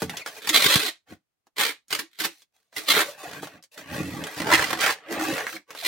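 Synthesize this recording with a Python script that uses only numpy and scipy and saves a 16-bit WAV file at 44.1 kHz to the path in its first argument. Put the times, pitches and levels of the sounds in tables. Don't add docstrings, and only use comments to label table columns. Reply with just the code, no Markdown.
import sys
import numpy as np
from scipy import signal
from scipy.io import wavfile
from scipy.ndimage import uniform_filter1d, map_coordinates

SR = 44100
rng = np.random.default_rng(int(sys.argv[2]) if len(sys.argv) > 2 else 0)


def generate_wav(signal):
    frames = np.transpose(np.atleast_2d(signal))
    scaled = np.clip(frames, -1, 1) * 32767
    pcm = np.round(scaled).astype(np.int16)
    wavfile.write(sys.argv[1], SR, pcm)


N = 258867
TIME = np.arange(N) / SR
BINS = np.fft.rfftfreq(4096, 1 / SR)
EDGE_HZ = 16050

# start in seconds, hold in seconds, level in dB,
# change over the hold in dB, hiss of the film against the scuff in dB.
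SCUFF_STROKES = [(0.012, 0.026, -41.5, 4, 0), (0.099, 0.11, -45, 6, -8), (0.284, 0.024, -36.5, -14.5, -5),
                 (0.317, 0.069, -49.5, 8, -4), (1.101, 0.031, -48, 1, -10), (2.316, 0.11, -71.5, -3.5, 11),
                 (2.553, 0.16, -70, -12, 0.5), (2.755, 0.092, -52, 7, -1), (5.708, 0.2, -44.5, -11, -11.5)]
SCUFF_RISE_S, SCUFF_FALL_S = 0.049, 0.045
# time in seconds, level of the scuff in dB,
# level of the hiss in dB.
ROLLER_RUNS = [
    [(3.04, -44, -51), (3.066, -37, -44.5), (3.096, -44.5, -44), (3.116, -47, -48), (3.166, -49.5, -62),
     (3.194, -43, -49), (3.38, -38, -49.5), (3.41, -51, -55.5), (3.436, -39.5, -43.5), (3.498, -50.5, -61),
     (3.574, -52, -65), (3.615, -70, -100)],
    [(3.715, -65, -61), (3.749, -55.5, -51.5), (3.759, -54, -63), (3.785, -40, -45.5), (3.853, -47.5, -62),
     (3.945, -32.5, -41.5), (3.985, -32.5, -43.5), (4.067, -41.5, -47), (4.229, -36.5, -48.5),
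     (4.239, -36, -53), (4.321, -39.5, -46.5), (4.4, -41, -42.5)],
    [(4.95, -46.5, -61), (5.016, -51.5, -77.5), (5.058, -44, -73), (5.122, -30.5, -36), (5.178, -29, -48.5),
     (5.202, -29.5, -37), (5.388, -29.5, -38.5), (5.45, -35, -47.5), (5.47, -39.5, -45),
     (5.478, -47, -42.5), (5.562, -40, -43.5), (5.62, -80, -89)],
]
# frequency in Hz, level in dB.
SCUFF_SPECTRUM = [(250, -37.5), (420, -8), (552, -5), (970, -9.5), (1840, -8), (2350, -13.5), (2570, -7.5),
                  (2900, -13.5), (4180, -20), (8170, -27.5), (14100, -30.5), (16000, -29.5)]

# start in seconds, hold in seconds, level in dB,
# change over the hold in dB.
RUMBLE_STROKES = [(0.07, 0.064, -46.5, -2), (1.125, 0.033, -44, -15), (3.28, 0.17, -56, 8.5),
                  (3.55, 0.037, -53, -9), (3.8, 0.074, -55.5, 3), (3.92, 0.31, -37.5, 0),
                  (4.4, 0.48, -35.5, -16.5)]
# start in seconds, hold in seconds, level in dB,
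# change over the hold in dB.
DRONE_STROKES = [(5.115, 0.22, -27, 3.5), (5.549, 0.012, -35.5, -0.5)]
SHAKE_RISE_S, SHAKE_FALL_S = 0.049, 0.068
# frequency in Hz, level in dB.
HOLLOW_SPECTRUM = [(18, -57.5), (30, -23.5), (49, -21.5), (81, -7.5), (177, 0.5), (212, -8), (312, 3),
                   (405, -31), (500, -12), (650, -33.5), (1100, -120)]
# frequency in Hz, width in Hz, level in dB.
FRAME_MODES = [(319.2, 23, 11), (258, 120, -14), (200, 28, -13), (555, 29, -2)]

# start in seconds, level in dB, centre in Hz.
CLACKS = [(0.02, -13, 970), (0.096, -18.5, 2180), (0.171, -18.5, 3500), (0.262, -17.5, 1566),
          (0.274, -24.5, 3260), (0.492, -6, 3830), (1.469, -46, 1100), (1.883, -40.5, 6950),
          (2.42, -41.5, 3500), (2.728, -40.5, 1690), (2.86, -39, 4030), (3.237, -24.5, 890),
          (3.333, -26, 1830), (3.43, -21, 890), (3.441, -36, 2470), (3.472, -28, 1200), (3.626, -38, 5300),
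          (3.638, -36.5, 4900), (3.778, -29.5, 2000), (4.239, -21.5, 3550), (4.269, -20, 2030),
          (4.809, -11.5, 3900), (5.238, -22, 6260), (5.706, -25, 1320), (5.75, -25.5, 1490)]
# start in seconds, level in dB.
CREASE_POPS = [(4.526, 2), (4.532, -10), (4.585, -4), (4.83, -6), (4.847, -3.5), (4.871, 2), (5.36, -10),
               (5.381, -2), (5.407, -6.5), (5.468, -1.5), (5.493, -11), (5.529, -13), (5.565, -17)]
POP_HZ, POP_OCTAVES, CLACK_OCTAVES = 1800, 0.75, 2.1
# frequency in Hz, level in dB.
SMALL_PARTS_SPECTRUM = [(40, -41), (300, 5), (1000, -6), (7000, -6), (16000, -11)]

# start in seconds, level in dB, centre in Hz, 60 dB decay at the centre in seconds.
BOX_BUMPS = [(0.02, -19, 435, 0.13), (0.658, -20.5, 376, 0.015), (0.755, -14.5, 294, 0.015),
             (1.122, -34, 175, 0.021), (4.002, -20.5, 278.6, 0.077)]
# frequency in Hz, level in dB.
PANEL_MODES = [(92, -12), (148, -8.5), (180, -0.5), (245, -0.5), (315, -2.5), (440, 2.5), (560, -4.5),
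               (760, -14)]

# start in seconds, level in dB, first pitch in Hz, last pitch in Hz,
# length in seconds.
ROLLER_SQUEAKS = [(0.129, -37.5, 940, 630, 0.0207), (0.197, -40.5, 2660, 1960, 0.044),
                  (2.834, -42, 780, 840, 0.012), (3.074, -34, 574, 566, 0.03),
                  (3.245, -39, 730, 690, 0.029), (5.558, -38, 2284, 2070, 0.016),
                  (5.822, -34.5, 846, 690, 0.012)]

# start in seconds, hold in seconds, level in dB, change over the hold in dB,
# share passed into the cardboard in dB, resonance of the free tape in Hz.
SHORT_PULLS = [(0.432, 0.074, -40, 1.5, -7, 3300), (1.601, 0.103, -18.5, -12.5, -7.5, 2150),
               (2.129, 0.044, -61, 1, -21.5, 3000), (2.901, 0.013, -15, 0, -11, 3230),
               (2.956, 0.056, -21, 1, -3, 2100), (5.779, 0.038, -38, -0.5, -22, 4000),
               (5.862, 0.02, -21, 6, -12.5, 3880)]
PULL_RISE_S, PULL_FALL_S = 0.047, 0.05
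# frequency in Hz, level in dB.
FILM_SPECTRUM = [(29, -55), (50, -30), (193, -9.5), (600, -5), (661, -7), (764, -6.5), (841, -7.5),
                 (1120, -3), (1300, -3.5), (2370, 0.5), (2810, -3), (3670, 3), (5020, -7), (14500, -10.5),
                 (16000, -14)]
# frequency in Hz, width in Hz, lift in dB.
ROLL_RESONANCES = [(303.3, 27, 17), (440.5, 41, 8.5), (600, 53, 3), (767, 110, 4.5), (1140, 40, 9),
                   (1750, 70, -5), (1860, 580, 3), (2100, 90, 2.5), (2444, 42, 5), (3130, 120, 0),
                   (3500, 130, -0.5), (4050, 240, 2), (4260, 300, 3)]

# time of the snap in seconds, level in dB.
TAPE_TUGS = [(0.4718, -15.5), (0.4923, -12.5), (1.9048, -21), (1.926, -13.5), (1.948, -18.5), (1.9894, -16),
             (2.188, -22.5), (2.1995, -19), (2.2043, -25.5), (2.2375, -13.5), (2.2495, -14),
             (2.7644, -16.5), (2.7808, -26.5)]
TUG_T60_S, TUG_DB, TUG_HALVING_DB = 0.068, -13.5, 10
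STRAIN_DB, STRAIN_S, TUG_RING_DB = -18, 0.007, -15
# frequency in Hz, level in dB.
SLACK_SPECTRUM = [(47, -41.5), (80, -13.5), (248, -17), (309, -8.5), (515, -11.5), (2130, -2), (3100, -2.5),
                  (4230, -3.5), (7190, -11), (13700, -11), (16000, -16.5)]

# time in seconds, level in dB.
LONG_PULL_CURVE = [(0.52, -36), (0.544, -15.5), (0.564, -14), (0.588, -25), (0.66, -15.5), (0.68, -26),
                   (0.692, -19.5), (0.76, -18), (0.774, -26), (0.884, -28), (0.91, -46.5)]

# time in seconds, level in dB,
# share passed into the cardboard in dB.
WRAP_CURVE = [(4.36, -45, 5), (4.388, -34, -5), (4.462, -38.5, 7), (4.53, -17.5, -0.5),
              (4.552, -16.5, -12.5), (4.564, -23.5, -6.5), (4.624, -24.5, -2), (4.668, -33, -5.5),
              (4.728, -29, -1), (4.772, -39.5, 1.5), (4.814, -21.5, -9), (4.904, -24, -5),
              (4.945, -41.5, -17)]
# frequency in Hz, level in dB.
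CREASED_SPECTRUM = [(29, -43), (50, -19), (103, -19), (171, -20), (218, -17.5), (328, -4.5), (370, -11),
                    (728, -5.5), (1470, -6), (1910, -4.5), (4780, -12.5), (13800, -23.5), (16000, -22.5)]

# frequency in Hz, 60 dB decay time in seconds.
ROOM_DECAY = [(100, 0.17), (400, 0.15), (1000, 0.18), (2800, 0.19), (7000, 0.2), (15000, 0.12)]
# frequency in Hz, left-right likeness from 0 to 1.
LIKENESS = [(100, 0.82), (500, 0.89), (1500, 0.45), (4000, 0.25), (9000, 0.039)]


def amp(db):
    return 10 ** (np.asarray(db) / 20)


def unit(x):
    return x / np.sqrt(np.mean(x ** 2) + 1e-20)


def evened(x, size):
    return x / np.sqrt(abs(uniform_filter1d(x ** 2, size=size)) + 1e-9)


def read(points, hz):
    f, value = np.transpose(points)
    return np.interp(np.log(hz + 1), np.log(f + 1), value)


def add(mix, s, sound):
    part = mix[max(round(s * SR), 0):][:len(sound)]
    part += sound[:len(part)]


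def follow(curves, axis=1):
    total = np.zeros(N)
    for rows in map(np.array, curves):
        total += amp(np.interp(TIME, rows[:, 0], rows[:, axis], left=-200, right=-200))
    return abs(uniform_filter1d(total, size=130))


def stroke(s, hold, db, change_db, rise_s, fall_s):
    t = TIME - s
    attack = np.clip(1 + t / rise_s, 0, 1) ** 2
    release_db = -30 * np.clip((t - hold) / fall_s, 0, 6)
    return attack * amp(db + change_db * np.clip(t / hold, 0, 1) + release_db)


def ring(db):
    log_gain = np.log(amp(np.maximum(db - db.max(), -90)))
    circle = np.r_[log_gain, log_gain[-2:0:-1]]
    response = np.fft.ifft(np.exp(np.conj(signal.hilbert(circle)))).real
    return response / np.linalg.norm(response)


def colour(x, db):
    return signal.oaconvolve(x, ring(db))[:len(x)]


def split(x, hz):
    filters = [signal.butter(3, hz, kind, fs=SR, output="sos") for kind in ("low", "high")]
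    return [signal.sosfilt(sos, x) for sos in filters]


def roll_db():
    return sum(db / (1 + (2 * (BINS - hz) / width) ** 2) for hz, width, db in ROLL_RESONANCES)


def frame_db():
    gain = sum(amp(db) / (1 + (2 * (BINS - hz) / width) ** 2) for hz, width, db in FRAME_MODES)
    return 20 * np.log10(gain)


def slips(per_s, jitter, spread_db, fizz):
    wait, size = rng.standard_normal((2, N // 8))
    travel = np.cumsum(per_s * np.ones(N)) / SR
    slip_at = np.cumsum(np.exp(jitter * wait - jitter ** 2 / 2))
    sample = np.minimum(np.searchsorted(travel, slip_at), N)
    snaps = np.bincount(sample, amp(spread_db * size), N + 1)[:N]
    return evened(unit(snaps) + fizz * rng.standard_normal(N), size=900)


def wander(x, depth_db):
    hz, t, z = signal.stft(x, SR, nperseg=512)
    patches = rng.standard_normal((len(t) // 10 + 2, 56))
    place = np.meshgrid(np.arange(len(t)) / 10, 7 * np.log2(1 + hz / 200))
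    mids = read([(250, .1), (600, 1), (2400, 1), (5000, .3)], hz)[:, None]
    lift_db = depth_db * mids * map_coordinates(patches, place, order=1)
    return signal.istft(z * amp(lift_db), SR, nperseg=512)[1][:N]


def sliding():
    scuff, hiss = follow(ROLLER_RUNS, axis=1), follow(ROLLER_RUNS, axis=2)
    for s, hold, db, change_db, hiss_db in SCUFF_STROKES:
        move = stroke(s, hold, db, change_db, SCUFF_RISE_S, SCUFF_FALL_S)
        scuff, hiss = scuff + move, hiss + amp(hiss_db) * move
    return scuff, hiss


def slide(scuff_gain, hiss_gain, scuff_db, hiss_db, lift, wander_db):
    grains = slips(per_s=400, jitter=.9, spread_db=5.5, fizz=1.0)
    rubbed = colour(grains, read(SCUFF_SPECTRUM, BINS) + lift * roll_db())
    scuff, hiss = split(wander(rubbed, wander_db), 4000)
    return amp(scuff_db) * scuff_gain * unit(scuff) + amp(hiss_db) * hiss_gain * unit(hiss)


def rumble(scuff_gain, scuff_db, box_db, drone_db):
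    judder = slips(per_s=130, jitter=0.81, spread_db=6.5, fizz=0.054)
    shake = sum(stroke(*row, SHAKE_RISE_S, SHAKE_FALL_S) for row in RUMBLE_STROKES)
    drone = sum(stroke(*row, SHAKE_RISE_S, SHAKE_FALL_S) for row in DRONE_STROKES)
    box = evened(colour(judder, read(HOLLOW_SPECTRUM, BINS)), size=2200)
    frame = evened(colour(judder, frame_db()), size=1100)
    return box * (amp(box_db) * shake + amp(scuff_db) * scuff_gain) + frame * amp(drone_db) * drone


def click(hz, octaves, depth_db, chatter, chatter_s, knock_db, knock_s):
    t = TIME[:SR // 16]
    blow = (t == 0) + chatter * rng.standard_normal(len(t)) * np.exp(-t / chatter_s)
    shape_db = depth_db / (1 + (np.log2((BINS + 1) / hz) / octaves) ** 2)
    knock = amp(knock_db) * np.sin(2 * np.pi * hz * t) * t / knock_s * np.exp(1 - t / knock_s)
    return colour(blow, shape_db + read(SMALL_PARTS_SPECTRUM, BINS)) + knock


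def clicks(clack_db):
    out = np.zeros(N)
    for s, db, hz in CLACKS:
        clack = click(hz, CLACK_OCTAVES, depth_db=21, chatter=0.14, chatter_s=0.0035,
                      knock_db=-16.5, knock_s=.0005)
        add(out, s, amp(db + clack_db) * clack)
    for s, db in CREASE_POPS:
        pop = click(POP_HZ, POP_OCTAVES, depth_db=27, chatter=0.05, chatter_s=0.003,
                    knock_db=-14, knock_s=.0004)
        add(out, s, amp(db) * pop)
    return out


def bumps(level_db, reach, contact_s):
    out, t = np.zeros(N), TIME[:SR // 4]
    for s, db, centre_hz, t60 in BOX_BUMPS:
        thud = np.zeros(len(t))
        for hz, mode_db in PANEL_MODES:
            decay = amp(mode_db - 60 * t / t60 * np.sqrt(hz / centre_hz))
            excited = 1 / (1 + (hz / centre_hz / reach) ** 4)
            thud += decay * excited * np.sin(2 * np.pi * (hz * t + rng.random()))
        thud = split(thud * (1 - np.exp(-t / contact_s)), 80)[1]
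        add(out, s, amp(db + level_db) * thud / abs(thud).max())
    return out


def squeaks(level_db, waver, overtone):
    out = np.zeros(N)
    for s, db, first_hz, last_hz, length in ROLLER_SQUEAKS:
        n = int(length * SR)
        drift = unit(uniform_filter1d(rng.standard_normal(n), size=60))
        hz = np.linspace(first_hz, last_hz, n) * (1 + waver * drift)
        angle = 2 * np.pi * np.cumsum(hz) / SR
        tone = np.sin(angle) + overtone * np.sin(2 * angle)
        add(out, s, amp(db + level_db) * np.hanning(n) * tone)
    return out


def free_tape(x, tape_hz, lift_db, octaves):
    hz, t, z = signal.stft(x, SR, nperseg=256)
    away = np.log2((hz[:, None] + 1) / np.interp(t, TIME, tape_hz)) / octaves
    return signal.istft(z * amp(lift_db / (1 + away ** 2)), SR, nperseg=256)[1][:N]


def peel(pull, into_box, tape_hz, spectrum, per_s, jitter, spread_db, fizz, film_db, lift, wander_db):
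    most_db = -12
    level = pull / (1 + (pull / amp(most_db)) ** 4) ** (1 / 4)
    speed = .5 + np.sqrt(level / level.max())
    snaps = slips(per_s * speed, jitter, spread_db, fizz)
    rasp = colour(snaps, read(spectrum, BINS) + lift * roll_db())
    rasp = free_tape(wander(rasp, wander_db), tape_hz, lift_db=3.5, octaves=0.81)
    body, top = split(rasp, 1400)
    body, top = evened(body, size=1800), evened(top, size=1300)
    return level * (amp(film_db) * top + into_box * body)


def short_pulls(box_db):
    each = np.array([stroke(*row[:4], PULL_RISE_S, PULL_FALL_S) for row in SHORT_PULLS])
    share_db, tape_hz = np.array(SHORT_PULLS)[each.argmax(0), 4:].T
    return peel(each.sum(0), amp(box_db + share_db), tape_hz, FILM_SPECTRUM, per_s=360, jitter=.45,
                spread_db=4.3, fizz=.3, film_db=-1.24, lift=0.59, wander_db=-2.5)


def tugs(level_db, snap):
    flurry, first = np.zeros(N), np.zeros(N)
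    for s, db in TAPE_TUGS:
        near = abs(TIME - s) < .2
        t = TIME[near] - s
        t60 = TUG_T60_S * 2 ** ((TUG_DB - db) / TUG_HALVING_DB)
        strain = amp(STRAIN_DB) * np.exp(-abs(t) / STRAIN_S)
        dying = amp(-60 * abs(t) / t60)
        flurry[near] += amp(db) * np.where(t < 0, strain, dying)
        add(first, s, amp([db]))
    drive = flurry * slips(per_s=810, jitter=.6, spread_db=8.0, fizz=.6) + snap * first
    film = colour(drive, read(SLACK_SPECTRUM, BINS) + 0.6 * roll_db())
    return amp(level_db) * (film + amp(TUG_RING_DB) * colour(drive, frame_db()))


def long_pull(box_db, start_hz, end_hz):
    tape_hz = np.interp(TIME, [LONG_PULL_CURVE[0][0], LONG_PULL_CURVE[-1][0]], [start_hz, end_hz])
    return peel(follow([LONG_PULL_CURVE]), amp(box_db), tape_hz, FILM_SPECTRUM, per_s=340, jitter=.45,
                spread_db=4.3, fizz=.28, film_db=-0.43, lift=0.62, wander_db=2.5)


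def judder_gain(per_s, share):
    jerks = abs(slips(per_s=per_s, jitter=.35, spread_db=2, fizz=0))
    surges = signal.lfilter([1], [1, -np.exp(-1 / (.005 * SR))], jerks)
    return unit(1 - share + share * unit(surges))


def wrap(box_db, taut_hz, stiffening):
    pull = follow([WRAP_CURVE])
    into_box = amp(box_db) * follow([WRAP_CURVE], axis=2)
    tape_hz = taut_hz * (pull / pull.max() + .01) ** stiffening
    rasp = peel(pull, into_box, tape_hz, CREASED_SPECTRUM, per_s=250, jitter=.6,
                spread_db=3.8, fizz=.38, film_db=-0.84, lift=0.21, wander_db=0.0)
    return rasp * judder_gain(per_s=62, share=.45)


def reflections(near_db, near_t60, tail_db):
    hz, t, z = signal.stft(rng.standard_normal((2, SR // 4)), SR, nperseg=128)
    alike = np.clip(read(LIKENESS, hz), 0, 1)[:, None]
    mid, side = np.sqrt(1 + alike) * z[0], np.sqrt(1 - alike) * z[1]
    near, tail = amp(-60 * t / near_t60), amp(-60 * t / read(ROOM_DECAY, hz)[:, None])
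    envelope = np.hypot(amp(near_db) * unit(near), amp(tail_db) * unit(tail))
    echoes = signal.istft(np.array([mid + side, mid - side]) * envelope, SR, nperseg=128)[1]
    return np.pad(echoes / np.sqrt(echoes.shape[1]), ((0, 0), (40, 0)))


def room(x, near_db, near_t60, tail_db, count=5):
    knots = np.arange(0, N / SR + .1, .025)
    drifts = rng.standard_normal((count, len(knots)))
    shares = np.array([np.interp(TIME, knots, row) for row in drifts])
    shares /= np.linalg.norm(shares, axis=0)
    echoes = np.zeros((2, N))
    for share in shares:
        response = reflections(near_db, near_t60, tail_db)
        echoes += signal.oaconvolve((x * share)[None], response, axes=1)[:, :N]
    return (x + echoes) / np.sqrt(1 + amp(near_db) ** 2 + amp(tail_db) ** 2)


def scene():
    scuff, hiss = sliding()
    handling = slide(scuff, hiss, scuff_db=-2.5, hiss_db=1.5, lift=0.84, wander_db=3.0)
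    handling += squeaks(level_db=4.5, waver=0.054, overtone=0.25)
    low = rumble(scuff, scuff_db=-22, box_db=1.0, drone_db=-5.5)
    low += bumps(level_db=-0.5, reach=2.1, contact_s=0.0039)
    ticks = clicks(clack_db=8.0)
    tape = short_pulls(box_db=-1.5) + tugs(level_db=-9.0, snap=6)
    tape += long_pull(box_db=-10.5, start_hz=3300, end_hz=3900)
    tape += wrap(box_db=0.0, taut_hz=2300, stiffening=0.74)
    wet = room(tape, near_db=5.0, near_t60=0.041, tail_db=-4.5) * amp([[-1.], [1.]])
    wet += room(handling, near_db=3.5, near_t60=0.021, tail_db=-8.5) * amp([[-.5], [.5]])
    wet += room(ticks, near_db=-1, near_t60=0.087, tail_db=-16) * amp([[-.4], [.4]])
    wet += room(low, near_db=-7.5, near_t60=0.05, tail_db=-17.5) * amp([[-.6], [.6]])
    air_db = -10 * np.log10(BINS + 100)
    air = np.array([colour(rng.standard_normal(N), air_db) for _ in range(2)])
    return wet + amp(-80) * air


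def record(dry):
    bass_hz = 55
    lean = signal.sosfilt(signal.butter(2, bass_hz, "high", fs=SR, output="sos"), dry)
    power_db = 10 * np.log10(abs(uniform_filter1d((lean ** 2).mean(0), size=700)) + 1e-14)
    threshold_db, slope = -62, .4
    gated = lean * amp(slope * np.minimum(power_db - threshold_db, 0))
    rounded = gated / (1 + abs(gated / .9) ** 6) ** (1 / 6)
    band_limit = signal.firwin(511, EDGE_HZ, window=("kaiser", 9), fs=SR)
    return signal.oaconvolve(rounded, band_limit[None], "same")


dry = scene()
out = record(dry)
generate_wav(out)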